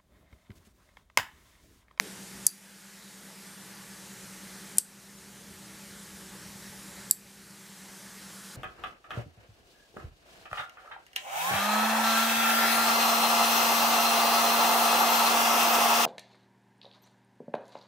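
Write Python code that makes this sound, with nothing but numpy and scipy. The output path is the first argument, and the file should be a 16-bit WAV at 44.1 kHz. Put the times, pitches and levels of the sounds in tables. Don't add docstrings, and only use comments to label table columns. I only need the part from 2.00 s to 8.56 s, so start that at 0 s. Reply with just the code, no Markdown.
import sys
import numpy as np
from scipy import signal
from scipy.fft import rfft, irfft
from scipy.io import wavfile
from scipy.ndimage import uniform_filter1d, minimum_filter1d

SR = 44100
rng = np.random.default_rng(int(sys.argv[2]) if len(sys.argv) > 2 else 0)


def nominal_scale(level):
    x = np.asarray(level, float) / 20
    return 10 ** x


def file_out(sig):
    cols = np.atleast_2d(sig).T
    lim = np.clip(cols, -1, 1)
    pcm = np.round(lim * 32767).astype(np.int16)
    wavfile.write(sys.argv[1], SR, pcm)


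N = 289296

# time_s, shaft_hz
FAN_SPEED = [
    (0, 63.205),
    (3.1, 63.205),
    (3.6, 63.24),
    (6.56, 63.24),
]
# shaft_multiple, level_db, fuzz_share
FAN_ORDERS = [(1, -70, 0.85), (2, -63.5, 0.04), (4, -70.5, 0.6), (5, -66, 1), (6, -65, 0.4),
              (7, -68.5, 0.95), (8, -81, 0.4), (9, -68.5, 0.7), (13.5, -68.5, 0.94)]
# pitch_hz, first_throb_s
TRANSFORMER_TONES = [(168.58, .0059), (180.0, .011), (204.93, .0395), (99.6, .003), (232.5, .01)]
TRANSFORMER_DB = [-60.5, -72, -64, -87, -72]
# freq_hz, density_db
AIR_SPECTRUM = [(22, -31), (50, -19), (160, -13.5), (300, -19.5), (450, -19), (720, -22), (870, -18),
                (1000, -20.5), (1750, -16), (2700, -22), (5000, -20.5), (8500, -20.5), (12000, -24.5),
                (15500, -34)]
# time_s, place
MIC_SWAY = [(0, .8), (.4, .4), (.8, -.2), (1.5, .5), (1.85, 0), (2.2, .8), (2.55, .8), (2.8, -.2),
            (3.1, -1.9), (3.5, -.3), (3.95, -1.4), (4.3, .4), (4.6, -.8), (4.9, .1), (5.5, -.9), (5.8, .5),
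            (6.2, .3), (6.56, .6)]
# time_s, grip_0_to_1
HAND_GRIP = [
    (0, .35),
    (.4, .8),
    (.6, .05),
    (1.2, 0.2),
    (1.7, 0.55),
    (3.5, 1),
    (5.4, 0.86),
    (5.9, 0.55),
    (6.56, .25),
]
# start_s, pitch_hz, level_db, t60_s
DESK_KNOCKS = [
    (.015, 427, -48, 0.33),
    (.03, 305, -47, .35),
    (0.059, 385, -42, 0.15),
    (3.5, 376, -50, 0.35),
]
# start_s, length_s, level_db
COIL_PULLS = [
    (.4540, 0.001, -41),
    (2.7698, 0.002, -37),
    (5.0975, 0.001, -39),
]
# time_s, blow_db
ARMATURE_BLOWS = [
    [(.4659, -16), (.4663, -10), (.4667, -5), (.4676, -14), (.4690, -14), (.4707, -9)],
    [(2.7830, -14), (2.7833, -9), (2.7836, -5), (2.7845, -10), (2.7858, -14), (2.7865, -14), (2.7884, -20)],
    [(5.1100, -14), (5.1105, -10), (5.1109, -10), (5.1113, -6), (5.1124, -9), (5.1137, -11), (5.1150, -17)],
]
SEATED_TIMES = [.4692, 2.7866, 5.1124]
# pitch_hz, peak_db, build_up_s, fade_db_per_ms
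CASE_ONE = [(3720, -38, .0006, 9), (4300, -36, .0007, 8), (4740, -23, .0033, 3), (5300, -27, .0007, 7),
            (5800, -21, .0007, 8), (6200, -19, .0007, 6), (6500, -21, .0007, 8), (6850, -17, .0008, 2.5),
            (8050, -17.5, .0007, 4.5), (8770, -13, .0008, 5.5), (10088, -8.5, .0023, 2.5),
            (11246, -20, .002, 3.5), (10650, -25, .0008, 6), (12000, -26, .0008, 7), (12726, -19, .0012, 6),
            (13100, -27, .0007, 8), (13550, -22, .0007, 8), (14433, -20, .0006, 6), (15980, -30, .0008, 8)]
# pitch_hz, peak_db, build_up_s, fade_db_per_ms
CASE_TWO = [(2266, -42, .001, 1.2), (3200, -33, .0006, 4), (4000, -36, .0007, 2.5), (4667, -32, .002, 1.5),
            (5130, -31, .0014, 3), (5599, -28, .0014, 3), (6788, -15, .0005, 8), (7100, -18, .0005, 7),
            (7499, -14, .0005, 6), (7850, -19, .0005, 6), (8387, -11, .0012, 2.2), (9453, -14, .001, 1.5),
            (9846, -14, .0008, 3.5), (10400, -20, .0005, 8), (11052, -19, .0005, 7), (11827, -23, .0005, 7),
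            (12737, -23, .001, 6), (13500, -25, .0005, 6), (14072, -23, .0005, 6), (14550, -26, .0005, 7)]
# pitch_hz, peak_db, build_up_s, fade_db_per_ms
CASE_THREE = [(2692, -43, .001, 3), (3688, -33, .0008, 4), (4075, -35, .0012, 3), (4650, -20, .0012, 5),
              (5400, -28.5, .0006, 6), (5900, -30, .0006, 6), (7150, -19, .0008, 7), (7709, -8.5, .0014, 4),
              (8446, -20, .0012, 3), (9141, -23, .0006, 2.2), (9803, -15, .001, 4), (10654, -16, .0014, 6),
              (11400, -19, .0013, 7), (11897, -15, .0013, 7), (12500, -19, .0015, 7), (13168, -20, .001, 5),
              (13700, -22, .0008, 7), (14287, -19, .0005, 8), (15830, -32, .001, 7)]
# pitch_hz, width_hz, level_db, t60_s
SPRING_RINGS = [
    [(4700, 200, -33, 0.2), (6100, 300, -33, 0.097), (7440, 900, -35, 0.11), (8800, 1200, -33, .1),
     (10070, 800, -33, 0.15), (11200, 200, -37, 0.14), (12200, 400, -38, 0.1), (12900, 400, -36, .1),
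     (14500, 700, -44, .1)],
    [(4640, 210, -37, 0.12), (5900, 2300, -28.5, 0.087), (8420, 700, -30.5, 0.2), (9900, 1100, -35, .15),
     (11500, 500, -38, 0.15), (12300, 500, -36, .12), (14000, 600, -46, .09)],
    [(4620, 280, -32, 0.11), (7650, 600, -32, .15), (8900, 600, -30, 0.14), (10107, 1100, -35, 0.17),
     (11800, 800, -35, .15), (12800, 400, -34, 0.16), (14700, 700, -43, .1)],
]
# freq_hz, level_db
CONTACT_CRACK = [
    [(500, -50), (1500, -38), (2500, -33), (3500, -35), (6000, -16), (10000, -14), (14000, -19),
     (15300, -30), (16500, -20)],
    [(500, -66), (1500, -62), (2800, -54), (3300, -38), (6000, -24), (10000, -15), (14500, -21),
     (15300, -44), (16500, -60)],
    [(500, -56), (1500, -39), (2800, -34), (3500, -33), (6000, -20), (10000, -14), (13000, -16),
     (15500, -30), (16500, -26)],
]
# freq_hz, t60_s
DESK_TAIL = [(2000, 0.069), (5000, 0.32), (9000, 0.25), (15000, 0.34)]
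# start_s, length_s, swaps_per_s
HISS_SWAPS = [
    (.1, .1, 10),
    (.9, .1, 10),
    (1.36, .4, 30),
    (2.2, .46, 11),
    (3.08, .6, 12),
    (4.29, .55, 20),
    (5.68, .76, 7),
]


def evened(x):
    return x / np.sqrt(np.mean(x ** 2) + 1e-20)


def read(points, hz):
    f, value = np.transpose(points)
    return np.interp(np.log(hz + 1), np.log(f + 1), value)


def track(points, t):
    return np.interp(t, *np.transpose(points))


def resonate(x, hz, width_hz):
    turn = np.exp(2j * np.pi * np.cumsum(hz * np.ones(len(x))) / SR)
    r = np.exp(-np.pi * width_hz / SR)
    return 2 * (turn * signal.lfilter([1 - r], [1, -r], x / turn)).real


def causal(points, size=256):
    log_gain = np.log(nominal_scale(read(points, abs(np.fft.fftfreq(2048, 1 / SR)))))
    return np.fft.ifft(np.exp(np.conj(signal.hilbert(log_gain)))).real[:size]


def bump(hz, mid_hz, octaves):
    return np.exp(-.5 * (np.log2((hz + 1) / mid_hz) / octaves) ** 2)[:, None]


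def turned(t):
    start_s, length_s = 5.3, 0.83
    return np.clip((t - start_s) / length_s, 0, 1)


def hum():
    main_hz, blade_throb_s = 199.11, .0169
    t = np.arange(N) / SR
    shaft_hz = track(FAN_SPEED, t)
    turns, main = np.cumsum(shaft_hz) / SR, rng.random()
    sway, grip = track(MIC_SWAY, t), track(HAND_GRIP, t)
    blade_db, main_db = -57 + 4.5 * sway, -54 - 2 * sway
    low_db, high_db = -8 + 9 * grip, -4.5 + 5.5 * grip

    out = nominal_scale(main_db) * np.sin(2 * np.pi * (main_hz * t + main))
    blade_start = main + (main_hz - 3 * shaft_hz[0]) * blade_throb_s
    out += nominal_scale(blade_db) * np.sin(2 * np.pi * (3 * turns + blade_start))
    for (hz, throb_s), db in zip(TRANSFORMER_TONES, TRANSFORMER_DB):
        phase = hz * t + main + (main_hz - hz) * throb_s
        out += nominal_scale(db + high_db) * np.sin(2 * np.pi * phase)
    for k, db, fuzz in FAN_ORDERS:
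        clean = np.sin(2 * np.pi * (k * turns + rng.random()))
        width_hz = .12 * k ** 2 + 1
        fuzzy = evened(resonate(rng.standard_normal(N), k * shaft_hz, width_hz)) / np.sqrt(2)
        order_db = db + (low_db if k < 3 else high_db)
        out += nominal_scale(order_db) * (np.sqrt(1 - fuzz) * clean + np.sqrt(fuzz) * fuzzy)
    return np.sqrt(2) * out


def air():
    frames, hz = N // 256 + 5, np.fft.rfftfreq(1024, 1 / SR)
    a, b, patches = rng.standard_normal((frames, 513, 3)).T
    noise = a + 1j * b
    patches = evened(uniform_filter1d(uniform_filter1d(patches, size=12, axis=0), size=14, axis=1))
    t = np.arange(frames) * 256 / SR
    grip, turn = track(HAND_GRIP, t), turned(t)

    field_db = read(AIR_SPECTRUM, hz)[:, None] + 1.24 * patches
    plain = signal.istft(noise * nominal_scale(field_db), nperseg=1024, noverlap=768)[1]
    level = np.sqrt(np.mean(plain ** 2))

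    hiss_db = -46.5 + 1.5 * turn
    rumble_db = -16.5 + 20 * grip
    stir_db = 8.5 * np.exp(-(t / .19) ** 2)
    mids_db = -0.1 + 2 * grip - 1.5 * turn + stir_db
    outlet_db = -0.54 + 1.1 * turn
    facing_db = 2.5 * np.clip((t - 6.2) / .15, 0, 1)
    field_db = field_db + hiss_db + rumble_db * bump(hz, 80, 0.62)
    field_db = field_db + mids_db * bump(hz, 370, 0.61) + outlet_db * bump(hz, 1200, 0.081)
    field_db = field_db + facing_db * (bump(hz, 1430, .12) - bump(hz, 2100, .2))
    return signal.istft(noise * nominal_scale(field_db), nperseg=1024, noverlap=768)[1][:N] / level


def knock():
    out = np.zeros(N)
    for start_s, hz, db, t60 in DESK_KNOCKS:
        t = np.maximum(np.arange(N) / SR - start_s, 0)
        out += nominal_scale(db - 60 * t / t60) * (1 - np.exp(-t / 0.0065)) * np.sin(2 * np.pi * hz * t)
    return out


def case_modes(case, t):
    out = np.zeros(len(t))
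    for k, (hz, db, rise_s, fade) in enumerate(case):
        level_db = 5 + db - fade * np.maximum(1000 * (t - rise_s), 0)
        rise = np.minimum(t / max(rise_s, 1e-4), 1)
        out += nominal_scale(level_db) * rise * np.sin(2 * np.pi * (hz * t + k / 2 + .2 * rng.random()))
    return out


def relay(blows, seated_s, pull, case, rings, contact):
    pull_s, pull_length_s, pull_db = pull
    start, size = round((pull_s - .01) * SR), 12000
    t = np.arange(size) / SR
    touch_s = blows[0][0]
    since = np.maximum(t + start / SR - touch_s, 0)
    drive = np.zeros(size)
    for s, db in blows:
        drive[round(s * SR) - start] += nominal_scale(db) * rng.choice([-1., 1.])

    modes = case_modes(case, t)
    jolt = modes * nominal_scale(-4000 * t)
    creep_gate = np.clip(np.minimum(t - .01, 0.013 + pull_length_s - t) / .0006, 0, 1)
    creep = rng.standard_normal(size) * creep_gate
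    tick = signal.fftconvolve(creep, jolt[:400])[:size]
    tick *= nominal_scale(pull_db) / np.sqrt(np.sum(tick ** 2) / (pull_length_s * SR))

    held = nominal_scale(-12000 * np.maximum(t + start / SR - seated_s, 0))
    slam = np.roll(modes, round(touch_s * SR) - start) * held
    rebound = nominal_scale(-3) * signal.fftconvolve(drive * (since > .0015), jolt)[:size]
    crack = signal.fftconvolve(drive, nominal_scale(22) * causal(contact))[:size]

    shiver = np.zeros(size)
    for hz, width_hz, db, t60 in rings:
        cluster = resonate(resonate(rng.standard_normal(size), hz, width_hz), hz, 4 * width_hz)
        shiver += nominal_scale(db - 60 * since / t60) * evened(cluster)
    shiver *= 1 - np.exp(-since / 0.0012)
    return start, slam + rebound + crack + tick + shiver


def desk(x):
    taps = np.zeros(12000)
    at = np.arange(200, 11980, 20) + rng.integers(0, 20, 589)
    taps[at] = rng.choice([-1., 1.], len(at))
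    hz, t, z = signal.stft(taps, SR, nperseg=128)
    tail = signal.istft(z * nominal_scale(-60 * t / read(DESK_TAIL, hz)[:, None]), SR, nperseg=128)[1]
    return signal.fftconvolve(x, tail / np.linalg.norm(tail))[:N]


def scene():
    clicks = np.zeros(N)
    cases = (CASE_ONE, CASE_TWO, CASE_THREE)
    for parts in zip(ARMATURE_BLOWS, SEATED_TIMES, COIL_PULLS, cases, SPRING_RINGS, CONTACT_CRACK):
        start, sound = relay(*parts)
        clicks[start:start + len(sound)] += sound
    return np.tile(hum() + air() + knock() + clicks + nominal_scale(-18.5) * desk(clicks), (2, 1))


def thinned(x):
    bins, n = np.arange(400, 800) + .5, np.arange(2048) + .5
    basis = np.cos(np.pi / 1024 * np.outer(bins, n + 512)) * np.sin(np.pi * n / 2048) / np.sqrt(512)
    starts = np.arange(158, N - 2048, 1024)
    frames = starts[:, None] + np.arange(2048)
    lines, hz = x[frames] @ basis.T, bins * SR / 2048
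    patch = uniform_filter1d(uniform_filter1d(lines ** 2, size=6, axis=1), size=2, axis=0)
    band = uniform_filter1d(uniform_filter1d(lines ** 2, size=48, axis=1), size=2, axis=0)
    t = starts / SR
    share = (.7 - .066 * t + .27 * turned(t))[:, None] * np.clip((hz - 8000) / 6000, 0, 1)
    strong = minimum_filter1d(1. * (patch > share * band), size=3, axis=1)
    steady = abs(x[frames]).max(1, keepdims=True) < nominal_scale(-26)
    out = x.copy()
    np.add.at(out, frames, (lines * (strong * (hz < 15340) - 1) * steady) @ basis)
    return out


def swapped(x):
    out, hz = x.copy(), np.fft.rfftfreq(2048, 1 / SR)
    window = signal.windows.kaiser_bessel_derived(2048, 4 * np.pi)
    lowest_hz, highest_hz, width_hz = 4200, 13500, 1500
    for start_s, length_s, rate in HISS_SWAPS:
        count = round(length_s * rate)
        for k, (late, place, wide) in enumerate(rng.random((count, 3))):
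            at = 158 + 1024 * round((start_s + length_s * (k + late) / count) * SR / 1024)
            frame = slice(at - 1024, at + 1024)
            lo_hz = lowest_hz + (highest_hz - lowest_hz) * place ** 1.4
            inside = (hz > lo_hz) & (hz < lo_hz + width_hz * (.65 + .7 * wide))
            band = irfft(rfft(x[:, frame]) * inside)
            fresh = irfft(rfft(rng.standard_normal((2, 2048))) * inside)
            out[:, frame] += window * evened(fresh) * np.std(band) - window ** 2 * band
    return out


def gain_db(x):
    tripped = np.diff(1. * (uniform_filter1d(x ** 2, size=400) > nominal_scale(-50)), prepend=0) > 0
    quick, back, fall = (np.exp(-1 / (s * SR)) for s in (.07, .88, .015))
    dip_db = signal.lfilter([8.2], [1, -back], tripped) + signal.lfilter([3.], [1, -quick], tripped)
    return signal.lfilter([1 - fall], [1, -fall], dip_db)


def band_limited(x):
    low_edge = signal.firwin(511, 15330, window=("kaiser", 6), fs=SR)[None]
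    high_edge = signal.firwin(255, 16450, window=("kaiser", 4.5), fs=SR)[None]
    edged = signal.oaconvolve(x, low_edge, "same")
    wider = signal.oaconvolve(x, high_edge, "same")
    clicking = uniform_filter1d(1. * (uniform_filter1d(x ** 2, size=120) > nominal_scale(-40)), size=60)
    edged += nominal_scale(-12) * clicking * (wider - edged)
    return signal.sosfilt(signal.butter(2, 34, "high", fs=SR, output="sos"), edged[0])


def top_cut(x):
    return signal.sosfilt(signal.butter(12, 16500, fs=SR, output="sos"), x)


def record(dry):
    ceiling = .85
    limited = ceiling * np.tanh(dry / nominal_scale(gain_db(dry[0])) / ceiling)
    limited += nominal_scale(-69) * evened(np.diff(rng.standard_normal(N + 2), 2))
    mono = thinned(band_limited(limited))
    mix = swapped(np.tile(mono, (2, 1)))
    return top_cut(mix)


dry = scene()
out = record(dry)
file_out(out)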